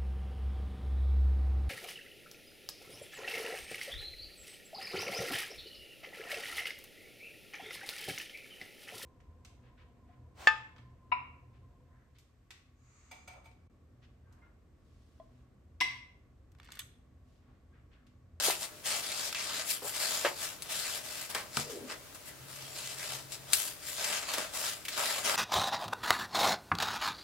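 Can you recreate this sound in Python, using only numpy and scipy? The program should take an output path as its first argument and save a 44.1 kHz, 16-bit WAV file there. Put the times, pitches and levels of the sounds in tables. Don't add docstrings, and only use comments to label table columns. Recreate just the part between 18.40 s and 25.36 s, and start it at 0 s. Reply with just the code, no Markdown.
import sys
import numpy as np
from scipy import signal
from scipy.fft import rfft, irfft
from scipy.io import wavfile
from scipy.ndimage import uniform_filter1d

SR = 44100
rng = np.random.default_rng(int(sys.argv[2]) if len(sys.argv) > 2 else 0)


def log_audio(samples):
    frames = np.atleast_2d(samples).T
    limited = np.clip(frames, -1, 1)
    pcm = np.round(limited * 32767).astype(np.int16)
    wavfile.write(sys.argv[1], SR, pcm)


N = 306936
TIME = np.arange(N) / SR
FULL_HZ = np.fft.rfftfreq(N, 1 / SR)
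FILTER_HZ = np.fft.rfftfreq(4096, 1 / SR)


def amp(db):
    return 10 ** (np.asarray(db) / 20)


def unit(x):
    return x / np.sqrt(np.mean(x ** 2) + 1e-20)


def decay(t, t60):
    return np.exp(-np.log(1000) * t / t60)


def read(points, hz):
    f, value = np.transpose(points)
    return np.interp(np.log(hz + 1), np.log(f + 1), value)


def add(mix, s, sound):
    part = mix[max(round(s * SR), 0):][:len(sound)]
    part += sound[:len(part)]


def colour(x, db):
    log_gain = np.log(amp(np.maximum(db, db.max() - 100)))
    analytic = signal.hilbert(np.r_[log_gain, log_gain[-2:0:-1]])
    impulse = np.fft.ifft(np.exp(np.conj(analytic))).real
    return signal.fftconvolve(x, impulse)[:len(x)]


def low_cut(x, hz, order=2):
    return signal.sosfilt(signal.butter(order, hz, "highpass", fs=SR, output="sos"), x)


def pair(a, b, alike_hz, alike=0.43):
    same = min(alike, 1) / np.sqrt(1 + (np.fft.rfftfreq(len(a), 1 / SR) / alike_hz) ** 2)
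    second = irfft(same * rfft(a) + np.sqrt(1 - same ** 2) * rfft(b), len(a))
    return np.array([a, second])


def murmur(hz, width_hz):
    r = np.exp(-np.pi * width_hz / SR)
    noise = rng.standard_normal(N) + 1j * rng.standard_normal(N)
    slow = signal.lfilter([1], np.poly([r, r]), noise)
    phase = 2 * np.pi * np.cumsum(hz * np.ones(N)) / SR
    return unit((slow * np.exp(1j * phase)).real)


def struck(blows, modes):
    t, out = np.arange(SR // 3) / SR, np.zeros(N)
    ring = sum(amp(db) * decay(t, t60) * np.sin(2 * np.pi * hz * t) for hz, db, t60 in modes)
    for s, db in blows:
        add(out, s, amp(db) * ring)
    return out


# frequency in Hz, density in dB per Hz.
PAPER_SPECTRUM = [(120, -46.5), (200, -17.5), (366, -17), (401, -11), (548, -10.5), (635, -2), (696, -8),
                  (1160, -7.5), (1450, -5.5), (5130, -2.5), (6280, -7), (7540, -3.5), (12400, -2.5),
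                  (16000, -11.5)]
# frequency in Hz, width in Hz, lift in dB.
SHEET_MODES = [(612, 33, 5.5), (1306, 34, 3.5), (2260, 67, -2), (4850, 200, -0.5), (7150, 1600, 3)]


def cutting(body_hz=2000, fizz_hz=8000):
    paper_db = read(PAPER_SPECTRUM, FILTER_HZ)
    for hz, width, db in SHEET_MODES:
        paper_db = paper_db + db / (1 + (2 * (FILTER_HZ - hz) / width) ** 2)
    spectrum = rfft([colour(side, paper_db) for side in fibres()])
    low = 1 / (1 + (FULL_HZ / body_hz) ** 4)
    high = 1 - 1 / (1 + (FULL_HZ / fizz_hz) ** 6)
    body, crackle, fizz = (unit(irfft(spectrum * share, N)) for share in (low, 1 - low - high, high))
    body_gain, crackle_gain, fizz_gain = effort()
    return body_gain * body + crackle_gain * crackle + fizz_gain * fizz


def fibres(per_s=9000, spread_db=3, clump_db=1.5, rub=0.43, flex_db=1.68):
    sizes = amp(spread_db * np.minimum(rng.exponential(1, N), 4)) * (rng.random(N) < per_s / SR)
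    snaps = unit(sizes * rng.choice([-1, 1], (2, N))) + rub * rng.standard_normal((2, N))
    drift = unit(uniform_filter1d(rng.standard_normal(N), size=170))
    clumps = amp(clump_db * np.clip(drift, -2, 2))
    z = signal.stft(pair(*(snaps * clumps), alike_hz=3680, alike=0.57), nperseg=512)[2]
    across_hz = uniform_filter1d(rng.standard_normal(z.shape[1:]), size=9, axis=0)
    flex = unit(uniform_filter1d(across_hz, size=10, axis=1))
    return signal.istft(z * amp(flex_db * flex), nperseg=512)[1][:, :N]


def effort():
    holding = (np.ones(N), -63.5, 0.5, -10.5)
    gain, db, body, fizz = map(np.array, zip(*cuts(), *rustles(), holding))
    return np.sqrt(amp([db + body, db, db + fizz]) ** 2 @ gain ** 2)


# start in seconds, end in seconds, crackle level in dB,
# swell over the cut in dB, sheet body in dB re crackle, fine fizz in dB re crackle.
CUTS = [(0.01, 0.097, -30, -5, -10, -3.5), (0.431, 0.584, -36.5, -2, -8, -6.5),
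        (0.608, 0.875, -40, 3, -8.5, -8.5), (0.934, 1.215, -41, 1.5, -5, -10),
        (1.577, 1.876, -37.5, -7, -7.5, -5), (2.276, 2.573, -40, -3.5, -8, -5.5),
        (2.619, 2.838, -46.5, 2.5, -6, -3.5), (4.066, 4.337, -52, 0, -4.5, -4.5),
        (4.332, 4.536, -45.5, -1.5, -8, -7), (4.554, 4.75, -44, 4, -7, -7),
        (5.11, 5.29, -39.5, -11.5, -9, 1.5), (5.559, 5.776, -38.5, 2.5, -4.5, -7.5),
        (5.859, 6.017, -40.5, 1, -1, -8), (6.549, 6.786, -38, -3.5, -1, -5.5),
        (6.822, 6.96, -36, -3, 0.5, -4.5)]


def cuts():
    return [(shear(start, end, swell_db), db, body, fizz) for start, end, db, swell_db, body, fizz in CUTS]


BITE_S, RELEASE_DB_PER_S = 0.036, 193


def shear(start, end, swell_db):
    bite = np.clip((TIME - start) / BITE_S, 0, 1)
    along = np.clip((TIME - start) / (end - start), 0, 1) - .5
    settle_db = RELEASE_DB_PER_S * np.clip(TIME - end, 0, 1)
    return np.sin(np.pi / 2 * bite) ** 2 * amp(swell_db * along - settle_db)


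# loudest moment in seconds, rise in seconds,
# fall in seconds, crackle level in dB, sheet body in dB re crackle, fine fizz in dB re crackle.
RUSTLES = [(0, .02, 0.041, -35.5, -7, -10), (.228, 0.028, 0.043, -39, -7.5, -4.5),
           (1.304, 0.038, 0.064, -35.5, -14.5, 0), (1.477, 0.047, 0.054, -43.5, -6.5, 2.5),
           (1.565, 0.041, 0.045, -38, -7.5, -7), (2.04, 0.069, 0.093, -39.5, -7.5, -4),
           (2.262, 0.04, 0.048, -51, -5, -5), (2.902, 0.0095, 0.029, -45.5, -3, 0),
           (2.97, 0.048, .08, -47, 1, -4), (3.187, 0.046, 0.055, -37.5, -9, -8.5),
           (3.305, 0.04, 0.076, -48, -6, -5), (3.513, 0.032, 0.038, -46, 3.5, -15),
           (3.749, .004, 0.024, -52.5, -2.5, 0), (3.885, .035, 0.027, -51, -3, 1.5),
           (4.935, 0.027, .035, -44.5, -11.5, -6), (5.125, 0.055, .02, -48, -4, -5),
           (5.49, 0.063, 0.17, -43, -11.5, -2), (5.84, 0.032, 0.051, -44, -5, -19),
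           (6.155, 0.027, 0.093, -40.5, -6.5, -1.5), (6.26, 0.08, 0.096, -38, -5.5, -4),
           (6.545, 0.053, 0.048, -42, -7.5, -11)]


def rustles():
    return [(amp(swell(at, rise, fall)), db, body, fizz) for at, rise, fall, db, body, fizz in RUSTLES]


SWELL_DB, SWELL_SHAPE = 11, 1.5


def swell(at, rise, fall):
    away = np.maximum((at - TIME) / rise, (TIME - at) / fall)
    return -SWELL_DB * np.minimum(away, 20) ** SWELL_SHAPE


# start in seconds, level in dB, centre in Hz,
# width in octaves, decay time t60 in seconds.
SNAPS = [(.082, -22.5, 480, 0.41, 0.022), (.1, -23.5, 855, 0.39, 0.01), (0.23, -29.5, 4200, 0.59, 0.0098),
         (0.9273, -29, 2730, 1.2, 0.021), (.947, -29, 2720, 0.77, 0.027), (0.95, -40.5, 2480, 0.2, 0.5),
         (1.419, -43, 480, 0.81, 0.3), (1.445, -44, 660, 0.43, 0.18), (1.847, -24, 530, 0.53, 0.078),
         (1.849, -26, 1720, 0.66, 0.16), (1.865, -31.5, 750, 0.74, 0.13), (2.815, -31, 5000, 1.6, .0071),
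         (2.949, -28.5, 3000, 1.1, 0.033), (2.949, -32.5, 930, 1.18, 0.21),
         (3.1699, -19.5, 4160, 0.64, 0.0093), (3.172, -22.5, 1190, 0.27, 0.013),
         (5.644, -26.5, 4500, 0.91, 0.03), (5.825, -33, 2400, 1.1, .01), (5.936, -28.5, 2180, 1.6, 0.082),
         (5.982, -27, 1500, 1.9, 0.034), (6.452, -40.5, 2410, 0.33, 0.081), (6.451, -38, 6000, 1.5, 0.066),
         (6.482, -32.5, 2360, 0.53, 0.046), (6.484, -33.5, 5470, 2.5, .08), (6.575, -39, 1190, 0.51, 0.43),
         (6.658, -27, 6500, 1.3, .005), (6.895, -25.5, 1400, 1.3, .042)]


def buckling(skirt_db=20):
    t, out = np.arange(SR // 5) / SR, np.zeros((2, N))
    for s, db, hz, octaves, t60 in SNAPS:
        fade = decay(t, t60)
        away = np.log2((FILTER_HZ + 1) / hz) / octaves
        band_db = -skirt_db * np.log10(1 + away ** 2 / 2 + (away / 2) ** 4)
        flutters = pair(*rng.standard_normal((2, len(t))), alike_hz=4000, alike=1.0)
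        for side, flutter in zip(out, flutters):
            burst = colour(fade * flutter, band_db)
            add(side, s, amp(db) * burst * np.linalg.norm(fade) / np.linalg.norm(burst))
    return out


# time in seconds, level in dB.
CLACKS = [(2.222, -27), (2.2282, -34), (2.948, -25), (3.172, -28), (3.747, -43), (4.921, -31), (5.133, -7)]
# time after contact in seconds, level in dB re the clack.
CHATTER = [(0, -32), (.0005, 2.5), (.0013, -11)]
# frequency in Hz, level in dB, decay time t60 in seconds.
BLADE_MODES = [(2850, -21, 0.004), (4430, -8, 0.0061), (6130, -8, 0.0017), (8040, -7, 0.006),
               (10000, -0.5, 0.0016), (12800, -19, 0.009), (5040, -35, 0.15), (9130, -50, 0.11),
               (11700, -39, .22)]


def scissors(cut_hz=1500):
    blows = [(s + late, db + rebound_db) for s, db in CLACKS for late, rebound_db in CHATTER]
    return low_cut(struck(blows, BLADE_MODES), cut_hz, order=3)


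# time in seconds, level in dB.
LANDINGS = [(3.172, -34.5), (3.195, -37.5)]
# frequency in Hz, level in dB, decay time t60 in seconds.
TABLE_MODES = [(146.6, -2.5, 0.205), (232, -2.5, 0.086), (330, -5, 0.036), (426, -2, 0.041),
               (734, -1, 0.029)]


def landing():
    return low_cut(struck(LANDINGS, TABLE_MODES), hz=94)


SLIDE_AT_S, SLIDE_RISE_S, SLIDE_FALL_S, SLIDE_DB = 3.365, 0.11, .1, -44.5
CURLED_HZ, FLAT_HZ, UNCURL_AT_S, SAG_HZ_PER_S = 481, 252, 3.3, 1550


def sliding(width_hz=100, cut_hz=190, edge_hz=430, edge_width_hz=220, edge_db=-4, edge_fall_s=0.19):
    hz = np.clip(CURLED_HZ - SAG_HZ_PER_S * (TIME - UNCURL_AT_S), FLAT_HZ, CURLED_HZ)
    curl = amp(swell(SLIDE_AT_S, SLIDE_RISE_S, SLIDE_FALL_S)) * murmur(hz, width_hz)
    edge_level = amp(edge_db + swell(SLIDE_AT_S, SLIDE_RISE_S, edge_fall_s))
    edge = edge_level * murmur(edge_hz, edge_width_hz)
    return amp(SLIDE_DB) * low_cut(curl + edge, cut_hz, order=4)


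# frequency in Hz, decay time t60 in seconds.
ROOM_DECAY = [(150, 0.25), (1000, 0.29), (4000, 0.049), (14000, 0.14)]


def room(x, early_db, early_t60, tail_db):
    x, t = x * np.ones((2, 1)), np.arange(SR // 3) / SR
    early = pair(*rng.standard_normal((2, len(t))), alike_hz=1500) * decay(t, early_t60) * (t > .002)
    diffuse = pair(*rng.standard_normal((2, len(t))), alike_hz=900)
    hz, age, z = signal.stft(diffuse, SR, nperseg=256)
    z = z * decay(age, read(ROOM_DECAY, hz)[:, None])
    tail = signal.istft(z, nperseg=256)[1][:, :len(t)] * (t > .008)
    echoes = amp(early_db) * early / np.linalg.norm(early[0]) + amp(tail_db) * tail / np.linalg.norm(tail[0])
    return x + signal.fftconvolve(x, echoes, axes=1)[:, :N]


# frequency in Hz, left minus right in dB.
BALANCE = [(100, 1.5), (600, 0.5), (1400, 0.6), (2800, 0.9), (5500, 5), (9000, 6.5), (13000, 1.5)]


def lean_left(near):
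    lean = amp(read(BALANCE, FULL_HZ) / 2)
    late = np.exp(-2j * np.pi * FULL_HZ / SR)
    return irfft(rfft(near) * [lean * late, 1 / lean], N)


# frequency in Hz, density in dB per Hz.
AIR_SPECTRUM = [(15, -30), (25, -8.5), (130, -6), (242, -13), (301, -7.5), (354, -12), (451, -10.5),
                (545, -13), (607, -8.5), (695, -16), (1130, -17), (3160, -18.5), (11000, -20.5),
                (16000, -23)]


def air(level_db=-52, rumble_hz=42):
    noises = [colour(rng.standard_normal(N), read(AIR_SPECTRUM, FILTER_HZ)) for _ in range(2)]
    a, b = (unit(low_cut(noise, rumble_hz)) for noise in noises)
    return amp(level_db) * pair(a, b, alike_hz=1150)


DRONE_ON_S, DRONE_OFF_S, DRONE_FADE_S, DRONE_DB, DRONE_REST_DB = 3.94, 5.16, 0.093, -59, -74


def drone(hz=135, waver_hz=126, waver_width_hz=20, waver_db=-6):
    tone = np.sin(2 * np.pi * hz * TIME) + amp(waver_db) * murmur(waver_hz, waver_width_hz)
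    on = np.clip(np.minimum(TIME - DRONE_ON_S, DRONE_OFF_S - TIME) / DRONE_FADE_S, 0, 1)
    return (amp(DRONE_REST_DB) + amp(DRONE_DB) * on) * tone


def whine(hz=600, width_hz=4.0, level_db=-72):
    return amp(level_db) * murmur(hz, width_hz)


def scene():
    paper = cutting() + low_cut(buckling(), hz=298, order=3) + sliding() + landing()
    steel = scissors() * amp([[1.8], [-1.8]])
    near = room(paper, early_db=-9.0, early_t60=0.056, tail_db=-12.0)
    near = near + room(steel, early_db=-2, early_t60=0.046, tail_db=-8)
    background = air() + drone() + whine()
    return lean_left(near) + background * amp([[1], [-1]])


def record(dry):
    low_pass = signal.firwin(511, 15900, window=("kaiser", 9), fs=SR)
    return signal.oaconvolve(dry, low_pass[None], "same")


dry = scene()
out = record(dry)
log_audio(out)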